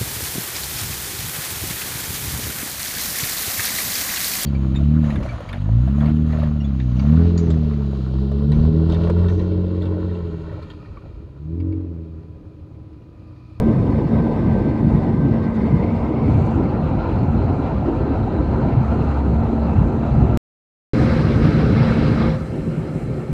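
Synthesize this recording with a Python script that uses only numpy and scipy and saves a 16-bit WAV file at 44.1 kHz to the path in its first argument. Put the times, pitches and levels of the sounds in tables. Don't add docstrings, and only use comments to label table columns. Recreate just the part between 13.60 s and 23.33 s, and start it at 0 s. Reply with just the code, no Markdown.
import sys
import numpy as np
from scipy import signal
from scipy.io import wavfile
from scipy.ndimage import uniform_filter1d, minimum_filter1d

SR = 44100
rng = np.random.default_rng(int(sys.argv[2]) if len(sys.argv) > 2 else 0)


def volts(x):
    e = np.asarray(x, float) / 20
    return 10 ** e


def digitize_waveform(pressure):
    field = np.atleast_2d(pressure).T
    bounded = np.clip(field, -1, 1)
    quanta = np.round(bounded * 32767).astype(np.int16)
    wavfile.write(sys.argv[1], SR, quanta)


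N = 429074
FRAME, HOP = 2048, 512
CUT_S, RESUME_S = 6.77396, 7.33338

# (time [s], grip number)
GRIP = [
    (0, 0.0),
    (2.0, 0.06),
    (3.1, 0.95),
    (6.8, 1.0),
    (7.3, 2.0),
    (8.67, 2.02),
    (8.79, 2.7),
    (8.95, 2.98),
    (9.73, 3.0),
]
# (frequency [Hz], level [dB per Hz])
RUMBLE_SPECTRA = [
    [(15, -40.5), (25, -7), (125, 0), (179, -3.5), (224, 1), (334, -4.5), (600, -23.5), (780, -39.5),
     (1320, -120)],
    [(15, -37.5), (25, -4.5), (59, 4.5), (86, 6.5), (179, -0.5), (233, -2), (419, -13), (518, -21.5),
     (600, -31), (780, -48), (1320, -120)],
    [(15, -40), (25, -5.5), (65, -5), (145, 0), (194, -6), (233, -6.5), (343, -11), (408, -15),
     (518, -27.5), (600, -34), (780, -42.5), (1320, -120)],
    [(15, -42.5), (25, -1.5), (54, -11.5), (141, 0), (227, -8), (313, -13), (382, -13.5), (466, -16.5),
     (518, -22.5), (600, -26.5), (780, -34.5), (1320, -120)],
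]
# (frequency [Hz], level [dB per Hz])
ROAR_SPECTRA = [
    [(260, -23.5), (450, -1), (788, -10), (1020, -14), (1390, -28), (1520, -22), (1750, -26.5), (2030, -26),
     (3300, -40), (5470, -45.5), (5900, -56), (13000, -120)],
    [(260, -25), (450, -3), (731, -0.5), (946, -3.5), (1120, -9), (1350, -11.5), (1640, -20.5),
     (2660, -27.5), (3520, -36), (4090, -35), (4910, -41), (5900, -49), (13000, -120)],
    [(260, -50.5), (450, -3.5), (570, -8), (1090, -17), (1280, -15), (2190, -22), (2990, -28.5),
     (3750, -30), (4090, -27.5), (4510, -32), (5070, -34), (5900, -39.5), (13000, -120)],
    [(260, -46.5), (450, -19), (558, -5), (1100, -18), (1340, -15), (1640, -23.5), (1770, -17),
     (1950, -24.5), (2170, -22.5), (3710, -35), (4140, -36), (5900, -38.5), (13000, -120)],
]
# (frequency [Hz], level [dB per Hz])
VENT_SPECTRA = [
    [(5500, -30), (5730, 0.5), (8200, -2), (8400, -6), (8900, -7), (9000, -10), (12000, -15), (14300, -22),
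     (14500, -60)],
    [(5500, -30), (5730, 0.5), (7500, -2), (7700, -5), (8300, -6), (9000, -13), (12000, -18), (14300, -25),
     (14500, -60)],
    [(5500, -30), (5730, 2), (6400, -3), (8000, -6), (10000, -13), (12000, -18), (13000, -22), (14300, -28),
     (14500, -60)],
    [(5500, -30), (5730, -2), (6700, -4), (7500, 0), (9200, -3.5), (10300, -9), (12200, -11.5),
     (14300, -20), (14500, -60)],
]
# (frequency [Hz], width [Hz], lift [dB])
CAVITY_MODES = [
    [(102, 7.6, 1.5), (123, 9, 5.5), (145, 24, 5.5), (1004, 56, 5.5), (1255, 55, 7), (3630, 280, 6),
     (4320, 260, 5)],
    [(100.4, 4.7, 2.5), (124.5, 8.1, 4.5), (144.5, 11, 7), (1356, 100, 4.5), (1106, 35, -10),
     (2700, 120, 4)],
    [(1274, 240, 4), (2180, 110, 4.5), (4030, 220, 4.5), (4930, 420, 2.5)],
    [(350, 26, 5.5), (1290, 230, 3.5), (2160, 240, 4), (4100, 310, 10.5), (4970, 230, 3.5)],
]
# (rumble [dB], drumming [dB], roar [dB], vent [dB])
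NOISE_LEVELS = [
    (-18, -24.5, -33, -70.5),
    (-19.5, -26.5, -33, -70.5),
    (-17, -22, -30.5, -58.5),
    (-25, -33, -43.5, -61.5),
]
# (time [s], frequency [Hz], lift [dB])
FINGER_GAP = [(0, 1980, 1.5), (1.6, 1994, 5), (1.8, 1980, 3.5), (1.97, 1990, 9.5), (2.1, 2080, 8),
              (2.2, 2090, 11), (2.33, 2270, 10), (2.4, 2070, 3), (2.5, 2020, 4), (2.58, 2250, 7.5),
              (2.68, 2310, 7), (2.82, 2300, 8), (2.97, 2380, 3), (3.1, 2350, 1), (3.5, 2370, 5),
              (3.9, 2360, 3), (6.8, 2350, 0)]
# (time [s], frequency [Hz], lift [dB])
PALM_SLIT = [(0, 4320, 0.5), (2.6, 4170, 0.5), (2.85, 4320, 8), (3.0, 4200, -3), (3.15, 4180, 6.5),
             (3.35, 3900, 9), (3.6, 4180, 8), (3.95, 4000, 6.5), (4.3, 4200, 2.5), (4.6, 3950, 9),
             (4.9, 4160, 8), (5.3, 4100, 5), (5.5, 4080, 6.5), (5.9, 4150, 7), (6.2, 4070, 5),
             (6.75, 4050, 4.5), (6.8, 4050, -1)]
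# (time [s], frequency [Hz], lift [dB])
FINGER_SHADOW = [(0, 1750, -1), (2.1, 1750, 0.5), (2.35, 1670, -9.5), (2.6, 1680, -5), (2.85, 1760, -4),
                 (3.2, 1810, -1), (5.3, 2700, -1.5), (5.45, 2750, 5), (5.6, 2600, -1), (6.08, 2610, 1),
                 (6.13, 2600, 12), (6.19, 2800, 9), (6.25, 2750, -1), (6.8, 2700, 2.5)]
# (time [s], rumble lift [dB], drumming lift [dB])
LOW_SWELLS = [(.2, 0, 2), (0.548, 3.5, 3), (.76, -5.5, -5), (.92, 4, -3.5), (1.12, -5, 3.5), (1.3, 4, -1.5),
              (1.65, -1, 4), (1.92, -6.5, -6.5), (2.14, 5.5, -3), (2.35, -2.5, -7), (2.52, -8.5, 1),
              (2.66, 1, 0), (2.8, 3, -1), (3.05, -1, 3.5), (3.2, 2, 0.5), (3.35, 1, -4), (3.5, 0, 0),
              (3.72, 3, -1), (4.05, -2.5, -0.5), (4.18, 2, -7), (4.3, -4, 4), (4.5, -0.5, 2), (4.68, 2, -3),
              (4.85, -2.5, 2), (5.08, 1.5, 4), (5.2, 0, -4.5), (5.38, 1, -0.5), (5.55, -7, -2.5),
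              (5.75, 3.5, -4.5), (6.0, -5.5, -1.5), (6.16, 4, 0), (6.35, -2, 2.5), (6.62, 8.5, 2.5),
              (7.4, 0, -2.5), (7.6, 1, -3.5), (7.849, 2, 0), (8.05, 0, 1), (8.25, -0.5, -6), (8.42, -1.5, -6),
              (8.6, -2, -1), (8.8, -5, -6.5), (8.94, -1.5, -2), (9.02, 0, 0), (9.2, -4, 0.5), (9.36, -2, -3.5),
              (9.5, -0.5, 2), (9.62, -7, 1)]
# (time [s], lift [dB])
PUMP_WHINE = [(0, 2), (.08, 2.5), (.15, -3), (.3, -3), (.4, -5), (.58, 5.5), (.75, -1), (1.0, 5),
              (1.2, 0.5), (1.4, -9), (1.63, 5.5), (1.77, -2), (1.87, 7), (2.0, -10), (2.18, -2), (2.5, -4),
              (2.7, -9), (3.2, 2), (3.55, -6), (3.75, -2), (4.1, -5), (4.35, -4), (4.45, 9), (4.58, 2),
              (4.7, 6), (5.05, 1), (5.2, -12), (5.5, 10), (5.68, -3), (5.8, -6.5), (6.2, 6), (6.4, 2),
              (6.7, 1.5)]
# (time [s], lift [dB])
FAN_BEAT = [(0, 4), (.25, 9.5), (.6, 8.5), (.8, -1), (4.6, -1.5), (4.9, 9), (5.1, 0), (5.25, 19),
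            (5.38, 11), (5.5, 17.5), (5.74, 18.5), (5.85, 10.5), (6.0, 17.5), (6.2, 7), (6.38, 9),
            (6.55, 17.5), (6.75, 7)]
# (time [s], lift [dB])
CORE_BEAT = [(0, 3), (.55, -6.5), (.7, 2.5), (.8, -6), (.9, 6), (1.15, 0.5), (2.2, 2), (2.35, -4),
             (2.85, 4.5), (3.1, 0.5), (3.9, -1), (4.04, -4), (4.3, 1.5), (4.8, -2), (5.0, 7), (5.4, -0.5),
             (5.65, -1.5), (5.85, 3), (6.7, 4)]
# (time [s], peak [dB])
RUSTLES = [
    (1.9487, -49.5),
    (2.6994, -55.5),
    (2.7401, -55.5),
    (2.77, -56.5),
    (2.8096, -55),
    (2.8592, -50.5),
    (2.909, -60),
    (2.9481, -55),
    (3.0302, -59.5),
    (6.28, -66),
]
# (time [s], peak [dB])
BUMPS = [
    (8.803, -13),
    (8.978, -9.5),
    (9.069, -15),
    (9.171, -10),
    (9.279, -21.5),
    (9.35, -10),
    (9.409, -12),
    (9.497, -15.5),
    (9.688, -14),
]
# (frequency [Hz], level [dB], t60 [s])
BUMP_MODES = [
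    (157.9, -3, 0.2),
    (262, -7, 0.067),
    (376, -13.5, 0.17),
    (64.7, -12, 0.17),
]


def drift(rate_hz, count=1):
    r = np.exp(-2 * np.pi * rate_hz * HOP / SR)
    white = rng.standard_normal((count, 4 * N // FRAME + 404))
    slow = signal.lfilter([1], [1, -2 * r, r * r], white)[:, 400:]
    return slow / slow.std(axis=1, keepdims=True)


def drift_samples(rate_hz):
    return np.interp(np.arange(N) / HOP, np.arange(4 * N // FRAME + 4), drift(rate_hz)[0])


def by_grip(levels_db):
    grip = np.interp(np.arange(N) / SR, *np.transpose(GRIP))
    return np.interp(grip, np.arange(4), levels_db)


def colour(spectrum, modes, hz):
    at_hz, level_db = np.transpose(spectrum)
    total_db = np.interp(np.log(hz), np.log(at_hz), level_db, left=-120, right=-120)
    for mode_hz, width_hz, lift_db in modes:
        total_db = total_db + lift_db / (1 + (2 * (hz - mode_hz) / width_hz) ** 2)
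    return total_db


def opening(track, width_hz, hz, s):
    at_s, at_hz, lift_db = np.transpose(track)
    offset_hz = hz[:, None] - np.interp(s, at_s, at_hz)
    return np.interp(s, at_s, lift_db) / (1 + (2 * offset_hz / width_hz) ** 2)


def turbulence(spectra, level_db, shared_db, patchy_db, gust_hz, span_hz=(1, 30000), tremor=0):
    stft = dict(nperseg=FRAME, noverlap=FRAME - HOP)
    hz, s, cells = signal.stft(rng.standard_normal(N), SR, **stft)
    hz = np.maximum(hz, 1)
    grip = np.interp(s, *np.transpose(GRIP))
    shares = np.clip(1 - abs(grip - np.arange(4)[:, None]), 0, 1)
    grip_db = np.transpose([colour(c, m, hz) for c, m in zip(spectra, CAVITY_MODES)]) @ shares
    hand_db = opening(FINGER_GAP, 280, hz, s) + opening(PALM_SLIT, 390, hz, s)
    hand_db += opening(FINGER_SHADOW, 280, hz, s)
    gain = volts(grip_db + hand_db)

    shifted = np.outer(np.arange(len(hz)), 1 + tremor * drift(4)[0, :len(s)])
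    shifted = np.clip(np.rint(shifted), 0, len(hz) - 1).astype(int)
    gain = np.take_along_axis(gain, shifted, axis=0)
    gain *= ((hz >= span_hz[0]) & (hz < span_hz[1]))[:, None]
    gain /= np.sqrt(np.mean(gain ** 2, axis=0))

    octaves = np.log2(hz / 20)
    third = np.clip(3 * octaves, 0, 30).astype(int)
    twelfth = np.clip(12 * octaves, 0, 120).astype(int)
    flicker_db = drift(gust_hz, count=31)[third] * patchy_db + drift(5.3) * shared_db
    fleck_db = 1.5 / (1 + (hz[:, None] / 2000) ** 2)
    flicker_db += fleck_db * drift(8, count=121)[twelfth]
    noise = signal.istft(cells * gain * volts(flicker_db[:, :len(s)]), SR, **stft)[1]
    return volts(level_db) * noise[:N]


def cabin_air(roar_db):
    t = np.arange(N) / SR
    first = t < CUT_S
    rumble_db, drum_db, _, vent_db = map(by_grip, np.transpose(NOISE_LEVELS))
    for s, rumble_lift_db, drum_lift_db in LOW_SWELLS:
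        swell = np.exp(-((t - s) / 0.069) ** 2)
        rumble_db = rumble_db + rumble_lift_db * swell
        drum_db = drum_db + drum_lift_db * swell
    vent_db = vent_db + first * 1.4 * np.maximum(t - 3.9, 0)
    air = turbulence(RUMBLE_SPECTRA, rumble_db, shared_db=0.6, patchy_db=2.2, gust_hz=4.9, span_hz=(1, 250))
    air += turbulence(RUMBLE_SPECTRA, drum_db, shared_db=1.3, patchy_db=2.08, gust_hz=11.0, span_hz=(250, 2000))
    air += turbulence(ROAR_SPECTRA, roar_db + 2.5, shared_db=1.0, patchy_db=1.82, gust_hz=25.0,
                      span_hz=(1, 5730), tremor=0.008)
    air += turbulence(VENT_SPECTRA, vent_db, shared_db=1.1, patchy_db=-0.1, gust_hz=8.0)
    flutter_db = 0.5 * np.where(first, 1, 0.3)
    return air * volts(flutter_db * drift_samples(14))


def hum(hz, level_db, wobble_db, multiple=1):
    level = np.sqrt(2) * volts(level_db + wobble_db * drift_samples(5.0))
    return level * np.sin(2 * np.pi * multiple * np.cumsum(hz) / SR)


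def tone(sitting_hz, grip_db, wobble_db, lift_db=0, multiple=1):
    hz = np.where(np.arange(N) < CUT_S * SR, *sitting_hz)
    return hum(hz, by_grip(grip_db) + lift_db, wobble_db, multiple)


def pumps():
    t = np.arange(N) / SR
    pump_hz = (518.8, 521.8)
    whine_db = (t < CUT_S) * np.interp(t, *np.transpose(PUMP_WHINE))
    out = tone(pump_hz, (-47.5, -41, -32.5, -42), wobble_db=-2.0)
    out += tone(pump_hz, (-52, -58, -45, -60), wobble_db=1.1, lift_db=whine_db, multiple=3)
    return out + tone(pump_hz, (-76, -78, -64, -73), wobble_db=1.5, multiple=6)


def shafts():
    t = np.arange(N) / SR
    first = t < CUT_S
    core_lift_db = first * np.interp(t, *np.transpose(CORE_BEAT))
    fan_lift_db = first * np.interp(t, *np.transpose(FAN_BEAT))
    core = tone((225.3, 226.3), (-26.5, -30.5, -24.5, -38.5), wobble_db=1.9, lift_db=core_lift_db)
    return core + tone((69.4, 70.0), (-38.5, -37.5, -30, -47), wobble_db=-0.1, lift_db=fan_lift_db)


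def pack_whine(roar_db):
    return hum(np.full(N, 1192.4), roar_db + 31.5 - 56.5, wobble_db=-1.5)


def booms():
    panel = tone((158.0, 158.0), (-50, -52, -23.5, -39.5), wobble_db=1.5)
    return panel + tone((90, 140), (-50.5, -52, -36.5, -39.5), wobble_db=1.5)


def rustles():
    t = np.arange(N) / SR
    envelope = volts(-75) * np.exp(-((t - 2.81) / 0.19) ** 4)
    for s, peak_db in RUSTLES:
        envelope = envelope + volts(peak_db - 13) * np.exp(-((t - s - 0.006) / 0.016) ** 2)
    return envelope * turbulence(VENT_SPECTRA, 0, shared_db=1.5, patchy_db=1.8, gust_hz=15.0)


def bumps():
    t = np.arange(SR // 2) / SR
    out = np.zeros(N + SR)
    contact = 1 - np.exp(-t / 0.002)
    chances_db = rng.normal(0, 2, (len(BUMPS), len(BUMP_MODES)))
    for (s, peak_db), chance_db in zip(BUMPS, chances_db):
        start = int(s * SR)
        for (hz, level_db, t60_s), extra_db in zip(BUMP_MODES, chance_db):
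            decay = volts(peak_db + level_db + extra_db - 60 * t / t60_s)
            out[start:start + len(t)] += decay * contact * np.sin(2 * np.pi * hz * t)
    return out[:N]


def scene():
    roar_db = by_grip(np.transpose(NOISE_LEVELS)[2])
    air = cabin_air(roar_db)
    tones = pumps() + shafts() + pack_whine(roar_db) + booms()
    return (air + tones + rustles() + bumps())[None]


def limiter(x):
    ceiling, span = 0.68, 441
    need = np.minimum(1, ceiling / (abs(x) + 1e-9))
    need = minimum_filter1d(need, 2 * span + 1)
    return x * uniform_filter1d(uniform_filter1d(need, span), span)


def handling_shake():
    low_pass = signal.butter(4, 36, fs=SR, output="sos")
    shake = signal.sosfilt(low_pass, rng.standard_normal(N))
    return volts(by_grip((-46, -50, -61, -52))) * shake / shake.std()


def roll_off(x):
    return signal.sosfilt(signal.butter(12, 15700, fs=SR, output="sos"), x)


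def record(dry):
    t = np.arange(N) / SR
    bass_cut = signal.butter(10, 41, "high", fs=SR, output="sos")
    heard = limiter(signal.sosfilt(bass_cut, dry)) + handling_shake()
    # (time [s], full scale)
    for s, pressure in (0, -0.19), (CUT_S, 0.25), (RESUME_S, -0.16), ((N - 1) / SR, 0.07):
        pull = pressure - heard[:, [round(s * SR)]]
        heard = heard + pull * np.exp(-0.5 * ((t - s) / 0.003) ** 2)
    splice = (t < CUT_S) + np.clip((t - RESUME_S) / 0.001, 0, 1)
    treble_cut = signal.butter(12, 15600, fs=SR, output="sos")
    return roll_off(signal.sosfiltfilt(treble_cut, heard * splice))


dry = scene()
out = record(dry)
digitize_waveform(out)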